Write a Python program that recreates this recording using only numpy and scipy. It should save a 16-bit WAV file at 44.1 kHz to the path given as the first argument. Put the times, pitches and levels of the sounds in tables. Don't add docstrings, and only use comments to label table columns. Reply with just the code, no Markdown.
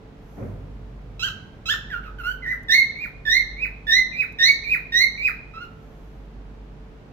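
import sys
import numpy as np
from scipy import signal
from scipy.fft import rfft, irfft, next_fast_len
from scipy.io import wavfile
from scipy.ndimage import uniform_filter1d

SR = 44100
rng = np.random.default_rng(int(sys.argv[2]) if len(sys.argv) > 2 else 0)


def put_to_file(sound):
    columns = np.atleast_2d(sound).T
    safe = np.clip(columns, -1, 1)
    whole_steps = np.round(safe * 32767)
    wavfile.write(sys.argv[1], SR, whole_steps.astype(np.int16))


N = 313992
TIME_S = np.arange(N) / SR
BINS_HZ = np.arange(N // 2 + 1) * SR / N

# (frequency [Hz], relative density [dB])
AIR_COLOUR = [(12, -39.5), (22, -15.5), (45, -6.5), (75, -19.5), (105, -16), (170, -14), (250, -15),
              (345, -21), (600, -23.5), (880, -27.5), (2900, -40), (6300, -52.5), (9000, -62), (16000, -65)]
# (frequency [Hz], left-right correlation [0-1])
CORRELATION = [(30, 0.77), (170, 1), (350, .62), (700, 0.31), (1500, 0.025), (12000, 0.032)]
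# (time [s], level [dB])
MOTOR_LEVEL = [(0, -43.5), (3.8, -45), (5, -50), (6.3, -45.5)]
# (frequency [Hz], level [dB], sway [dB])
MOTOR_LINES = [(57.6, -55, 1), (100, -56.5, 1), (114.9, -59, 1), (146.8, -55.5, 2), (441, -59, 2)]
# (time [s], level [dB], half length [s])
RUSTLES = [(.37, -68.5, 0.1), (2.634, -61, 0.0042), (4.326, -60, 0.0027), (5.988, -74, 0.2)]
# (start [s], level [dB], rise [s], t60 [s])
KNOCKS = [(0.367, -33.5, 0.019, 0.47), (.398, -33.5, 0.0096, 0.25), (0.423, -29, 0.0031, 0.22),
          (.452, -35.5, .004, 1)]
# (frequency [Hz], relative density [dB])
RUSTLE_COLOUR = [(3000, -31), (6000, 6), (9500, -12), (11500, 6), (13200, -2), (16000, -14)]
KNOCK_COLOUR = [(26, -53), (45, -29), (113, -3.5), (146, -15.5), (276, -12.5), (316, -18.5), (542, -17),
                (882, -31.5), (1150, -33.5), (2500, -45), (3250, -91), (5500, -120)]
RUMBLE_COLOUR = [(40, -22), (80, -3), (110, -0.5), (180, -9.5), (400, -24), (1500, -60)]

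EARS_M = [(1.3, 1.07, 1.4), (1.24, 1.2, 1.41)]
ROOM_M, BIRD_M = (3.7, 2.9, 2.6), (.35, .55, 1.6)
# (frequency [Hz], t60 [s])
ROOM_T60 = [(100, 1), (1400, 0.74), (2300, 0.53), (4000, 0.6), (6000, 0.54), (9000, 0.29), (15000, .25)]
# (frequency [Hz], gain [dB])
ROOM_COLOUR = [(1300, 2), (2200, 2), (3000, 1), (4200, 2), (6000, 1), (8500, 4), (12500, 2.5)]
# (delay [ms], left gain, right gain)
CAGE_ECHOES = [(.5, 0.039, .1), (2.249, 0.067, 0.1), (3.099, 0.047, -0.12), (5.502, 0.13, 0.16)]
# (frequency [Hz], width [Hz], gain [dB])
CORNER_BANDS = [(1445, 90, 1.5), (1538, 51, -0.5), (1980, 17, 0), (2000, 18, -7), (2019.5, 37, 4.5),
                (2076, 67, -1), (2186, 21, 7), (2205, 50, -6.5), (2447, 13, -2), (3167, 50, 2.5),
                (3654, 10, 5.5), (3804, 82, 4.5), (4440, 90, -8.5)]
# (frequency [Hz], gain [dB])
SHADOW = [(1300, -2.5), (2200, -3), (4000, -1.5), (6000, -2.5), (8500, -3), (12500, -6.5), (16000, -3.5)]

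# (frequency [Hz], gain [dB])
RASP_TILT = [(700, -40), (1500, -3), (2600, 1.5), (4200, -11.5), (8000, -9.5), (12500, 5)]
# (frequency [Hz], gain [dB])
CHIRP_THROAT = [(1900, -27), (2600, -0.5), (3200, 3.5), (4000, -4), (4800, -15.5), (5500, -10.5),
                (7600, -20.5), (9000, -52), (10500, -34.5), (14200, -24), (15800, -40)]
WARBLE_THROAT = [(2600, 4), (3000, 3), (3700, -8), (4700, -12), (5800, -17), (7500, -26), (9300, -38),
                 (11500, -21), (14000, -20), (15800, -35)]
WHISTLE_THROAT = [(2800, -3.5), (3500, -0.5), (4000, 2), (4500, -3), (5100, -16.5), (5800, -6.5),
                  (6600, -24.5), (7500, -31), (9300, -35), (10500, -35), (12400, -23), (15500, -31.5)]
HOOK_THROAT = [(2800, -7.5), (4500, -0.5), (5200, 0), (6500, -6.5), (7600, -13), (9500, -21),
               (11000, -10.5), (12400, -1), (14000, -17), (15500, -9.5)]
# (stage [0 start, 1 top, 2 end], pitch [0 low, 1 top], level [dB], overtones [dB],
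# roughness [0-1])
CHIRP_SHAPE = [(0, 0, -21.5, 12, .3), (.45, 0, -11.5, 8, .15), (.72, .66, 2, 2.5, .12),
               (1, 0.97, -1, -3.5, .03), (1.5, .75, -5, -2.5, .7), (2, -0.038, -8, 1.5, .3)]
WHISTLE_SHAPE = [(0, 0, -17.5, -2, .55), (.28, 0.046, -2, -7.5, 0.3), (.52, .28, -8, 7.5, 0.06),
                 (.78, .68, -3, 1.5, 0.2), (1, 1, 0.5, -5.5, 0.2), (1.55, .95, 0.5, -10.5, .08),
                 (2, .72, -9.5, -10.5, 0.2)]
HOOK_SHAPE = [(0, .85, -18, 2, 0.2), (.42, .77, -12.5, 3, .1), (.78, .93, -8.5, 4, 0),
              (1, 0.98, 1, -0.5, 0), (1.4, .86, -0.5, 3.5, .22), (1.7, .42, -10, 3, 0.8),
              (2, 0, -23.5, 2.5, 0.6)]
# (start [s], climb [s], after top [s], opening [Hz], low [Hz],
# top [Hz], level [dB], opening boost [dB], overtones re fundamental [dB], treble [dB])
CHIRPS = [(1.193, .063, .032, 1315, 1310, 1628, -29, -1, 1.5, 1),
          (1.655, .066, 0.021, 1292, 1318, 1844, -24, -1, -2, 2.5)]
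WHISTLES = [(2.683, .07, .068, 1793, 1767, 2173, -13, -3, -6, 2.5),
            (3.251, 0.12, .03, 1793, 1739, 2145, -15.5, -1, -7.5, -0.5),
            (3.867, 0.11, .042, 1753, 1780, 2071, -16, 0.5, -5, -2),
            (4.385, .108, .037, 1831, 1806, 2252, -16, 2, -2, -3.5),
            (4.92, 0.11, 0.021, 1820, 1842, 2153, -14.5, -2.5, -5, 0.5)]
HOOKS = [(2.459, .052, .029, 1766, 1349, 2047, -24, 13, -31, -3.5),
         (2.95, .078, .037, 2235, 1206, 2502, -27.5, 2.5, -31, 2.5),
         (3.565, 0.068, 0.033, 2140, 1330, 2593, -23.5, -1, -35, 0),
         (4.122, 0.081, 0.039, 2466, 1418, 2584, -21.5, -1, -33.5, -0.5),
         (4.638, .085, .041, 2450, 1310, 2543, -18, -0.5, -31.5, 5.5),
         (5.174, 0.084, 0.041, 2370, 1220, 2568, -19, 1, -30, -2.5)]
# (start [s], length [s], opening [Hz], middle [Hz], closing [Hz], level [dB],
# overtones re fundamental [dB], roughness [0-1], treble [dB])
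WARBLES = [(1.899, 0.081, 1950, 1485, 1396, -32, -17.5, 0.45, -0.5),
           (2.028, 0.061, 1538, 1325, 1218, -43.5, -12, 0.54, -1),
           (2.183, .04, 1566, 1430, 1336, -39.5, -10.5, .3, 6),
           (2.234, 0.091, 1338, 1456, 1539, -29.5, -9, .12, 3.5),
           (2.421, 0.0417, 2073, 2000, 1800, -33.5, -29, 0.1, 0),
           (5.536, .067, 1286, 1328, 1359, -38.5, -9.5, 0.1, -11),
           (5.601, 0.05, 1370, 1421, 1280, -40.5, -7, 0.11, -3.5)]


def from_db(db):
    return 10 ** (np.asarray(db) / 20)


def unit_rms(x):
    return x / np.sqrt(np.mean(x ** 2) + 1e-20)


def at_hz(table, hz):
    table_hz, value = np.transpose(table)
    return np.interp(np.log(np.maximum(hz, 1)), np.log(table_hz), value)


def wander(rate_hz, size):
    span = next_fast_len(size + SR // 10)
    hz = np.arange(span // 2 + 1) * SR / span
    return unit_rms(irfft(rfft(rng.standard_normal(span)) / (1 + (hz / rate_hz) ** 4), span))[:size]


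def diffuse_noise(colour):
    mid, side = rfft(rng.standard_normal((2, N))) * from_db(at_hz(colour, BINS_HZ))
    alike = at_hz(CORRELATION, BINS_HZ)
    return unit_rms(irfft(np.sqrt(1 + alike) * mid + np.sqrt(1 - alike) * side * [[1], [-1]], N))


def motors(fast_hz=48.95, slip_hz=.715, in_step_s=3.62, slower_db=-2, drift_hz=.93):
    rad_per_hz = 2 * np.pi * (TIME_S - in_step_s)
    pair = np.sin(fast_hz * rad_per_hz) + from_db(slower_db) * np.sin((fast_hz - slip_hz) * rad_per_hz)
    hum = from_db(np.interp(TIME_S, *np.transpose(MOTOR_LEVEL))) * pair
    for hz, db, sway_db in MOTOR_LINES:
        gain = from_db(db + sway_db * wander(rate_hz=6, size=N))
        line_hz = hz + drift_hz * wander(rate_hz=3.12, size=N)
        hum += gain * np.sin(2 * np.pi * np.cumsum(line_hz) / SR)
    return np.sqrt(2) * hum


def rustles():
    envelope = sum(from_db(db) * np.exp(-.5 * ((TIME_S - s) / half_s) ** 2) for s, db, half_s in RUSTLES)
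    return envelope * diffuse_noise(RUSTLE_COLOUR)


def rumble(start_s=.37, rise_s=.097, boom_db=-35, boom_t60_s=1, linger_db=-44.5, linger_t60_s=16):
    age_s = TIME_S - start_s
    decay_s = np.maximum(age_s - rise_s, 0)
    boom = from_db(boom_db - 60 * decay_s / boom_t60_s)
    linger = from_db(linger_db - 60 * decay_s / linger_t60_s)
    return np.clip(age_s / rise_s, 0, 1) * np.hypot(boom, linger) * diffuse_noise(RUMBLE_COLOUR)


def bump():
    power = 0
    for start_s, db, rise_s, t60_s in KNOCKS:
        age_s = TIME_S - start_s
        decay = from_db(db - 60 * np.maximum(age_s - rise_s, 0) / t60_s)
        power += decay ** 2 * np.clip(age_s / rise_s, 0, 1)
    return np.sqrt(power) * diffuse_noise(KNOCK_COLOUR)


def wall_reflections(ear_m, order=9, merge_s=.043):
    n = np.arange(-order, order + 1)
    x, y, z = [(n + n % 2) * side + (1 - 2 * (n % 2)) * bird - ear
               for side, bird, ear in zip(ROOM_M, BIRD_M, ear_m)]
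    path_m = np.sqrt(x[:, None, None] ** 2 + y[:, None] ** 2 + z ** 2).ravel()
    sign = 1 - 2 * ((n[:, None, None] + n[:, None] + n) % 2).ravel()
    arrival = np.round((path_m - path_m.min()) / 343 * SR).astype(int)
    distinct = unit_rms(np.bincount(arrival, sign / path_m)[:int(merge_s * SR)])
    return np.concatenate([distinct, rng.standard_normal(SR)[len(distinct):]])


def room(x, early_db=1, early_t60_s=.15, late_db=-8, build_s=.0081):
    t = TIME_S[:SR]

    def decay_power(db, t60_s):
        power = from_db(-60 * t / t60_s) ** 2
        return from_db(db) ** 2 * power / power.sum()

    hz = np.arange(SR // 2 + 1)
    arrivals = rfft([wall_reflections(ear_m) for ear_m in EARS_M])
    centres_hz = np.geomspace(1000, 16000, 9)
    response = 0
    for centre_hz, share in zip(centres_hz, np.eye(len(centres_hz))):
        band = irfft(arrivals * at_hz(np.column_stack([centres_hz, share]), hz), SR)
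        power = decay_power(early_db, early_t60_s) + decay_power(late_db, at_hz(ROOM_T60, centre_hz))
        response += band * from_db(at_hz(ROOM_COLOUR, centre_hz)) * np.sqrt(power)
    response *= 1 - np.exp(-t / build_s)
    return signal.fftconvolve(x[None], response, axes=1)[:, :N]


def corner(x):
    for hz, width_hz, db in CORNER_BANDS:
        half_rad, gain = np.pi * width_hz / SR, from_db(db / 2)
        tuning = -2 * np.cos(2 * np.pi * hz / SR)
        b = [1 + half_rad * gain, tuning, 1 - half_rad * gain]
        a = [1 + half_rad / gain, tuning, 1 - half_rad / gain]
        x = signal.lfilter(b, a, x + 1e-18)
    return x


def delayed(x, ms):
    return irfft(rfft(x) * np.exp(-2j * np.pi * BINS_HZ * ms / 1000), N)


def with_treble(throat, treble_db, from_hz=5900, full_hz=10000):
    return [(hz, db + treble_db * at_hz([(from_hz, 0), (full_hz, 1)], hz)) for hz, db in throat]


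def climb(shape, start_s, climb_s, after_s, opening_hz, low_hz, top_hz, db, opening_db, overtones_db):
    stage, height, shape_db, bright_db, rough = np.transpose(shape)
    times_s = start_s + np.interp(stage, [0, 1, 2], [0, climb_s, climb_s + after_s])
    pitch_hz = np.append(opening_hz, low_hz + (top_hz - low_hz) * height[1:])
    level_db = db + shape_db + opening_db * np.maximum(1 - stage, 0)
    return times_s, pitch_hz, level_db, overtones_db + bright_db, rough


def slur(start_s, length_s, opening_hz, middle_hz, closing_hz, db, overtones_db, rough, edge_db=-6.5):
    along = np.linspace(-1, 1, 9)
    times_s = start_s + length_s * (along + 1) / 2
    pitch_hz = np.polyval(np.polyfit([-1, 0, 1], [opening_hz, middle_hz, closing_hz], 2), along)
    return np.broadcast_arrays(times_s, pitch_hz, db + edge_db * along ** 2, overtones_db, rough)


def syrinx(contour, throat, jitter, flutter_hz, shimmer, split_db, rasp_db, edge_s=.0037, settle_s=.04):
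    times_s, *curves = contour
    start, stop = int(times_s[0] * SR), int((times_s[-1] + edge_s) * SR)
    t = TIME_S[start:stop]
    age_s = t - t[0]
    pitch_hz, level_db, bright_db, rough = [uniform_filter1d(np.interp(t, times_s, curve), size=300)
                                            for curve in curves]
    strain = .2 + np.clip(rough, 0, 1)
    phase = 2 * np.pi * np.cumsum(pitch_hz * (1 + jitter * strain * wander(flutter_hz, len(t)))) / SR
    shake = 1 + shimmer * strain * wander(flutter_hz, len(t))
    k = np.arange(2, 14)[:, None]
    throat_db = at_hz(throat, k * pitch_hz)
    gains = from_db(throat_db) * np.clip((SR * .4 - k * pitch_hz) / 1000, 0, 1)
    gains *= from_db(bright_db) / np.linalg.norm(gains, axis=0)
    unsettled = 1 / (1 + (age_s / settle_s) ** 4)
    between = from_db(at_hz(throat, (k - .5) * pitch_hz) - throat_db) * np.sin((k - .5) * phase)
    overtones = np.sum(gains * (np.sin(k * phase) + from_db(split_db) * unsettled * between), axis=0)
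    chopped = rng.standard_normal(len(t)) * (1 + np.sin(phase))
    hz = np.arange(len(t) // 2 + 1) * SR / len(t)
    rasp = unit_rms(irfft(rfft(chopped) * from_db(at_hz(throat, hz) + at_hz(RASP_TILT, hz)), len(t)))
    rasp *= from_db(rasp_db + bright_db) * strain ** 2 * (1 + unsettled)
    gate = np.clip(np.minimum(age_s, t[-1] - t) / edge_s, 0, 1)
    envelope = np.sqrt(2) * shake * from_db(level_db) * np.sin(gate * np.pi / 2) ** 2
    return np.pad(envelope * (np.sin(phase) + overtones + rasp), (start, N - stop))


def cockatiel():
    chirps = sum(syrinx(climb(CHIRP_SHAPE, *note), with_treble(CHIRP_THROAT, treble_db),
                        jitter=.009, flutter_hz=400, shimmer=.4, split_db=-12, rasp_db=-12)
                 for *note, treble_db in CHIRPS)
    warbles = sum(syrinx(slur(*note), with_treble(WARBLE_THROAT, treble_db),
                         jitter=.018, flutter_hz=200, shimmer=.45, split_db=-14, rasp_db=-3)
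                  for *note, treble_db in WARBLES)
    whistles = sum(syrinx(climb(WHISTLE_SHAPE, *note), with_treble(WHISTLE_THROAT, treble_db),
                          jitter=.016, flutter_hz=110, shimmer=.28, split_db=-17, rasp_db=-16)
                   for *note, treble_db in WHISTLES)
    hooks = sum(syrinx(climb(HOOK_SHAPE, *note), with_treble(HOOK_THROAT, treble_db),
                       jitter=.03, flutter_hz=350, shimmer=.4, split_db=-18, rasp_db=5)
                for *note, treble_db in HOOKS)
    return chirps + warbles + whistles + hooks


def scene():
    bird = corner(cockatiel())
    shadowed = irfft(rfft(bird) * from_db(at_hz(SHADOW, BINS_HZ)), N)
    direct = np.array([from_db(-.5) * shadowed, from_db(6) * delayed(shadowed, ms=.11)])
    echoes = sum(np.outer([left, right], delayed(bird, ms)) for ms, left, right in CAGE_ECHOES)
    reverb = room(bird) * from_db([[-2.2], [1.2]])
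    background = motors() + rumble() + bump() + rustles() + from_db(-46) * diffuse_noise(AIR_COLOUR)
    return direct + echoes + reverb + background * from_db([[-.75], [.75]])


def record(dry):
    return signal.sosfilt(signal.ellip(10, .2, 80, 15900, fs=SR, output="sos"), dry)


dry = scene()
out = record(dry)
put_to_file(out)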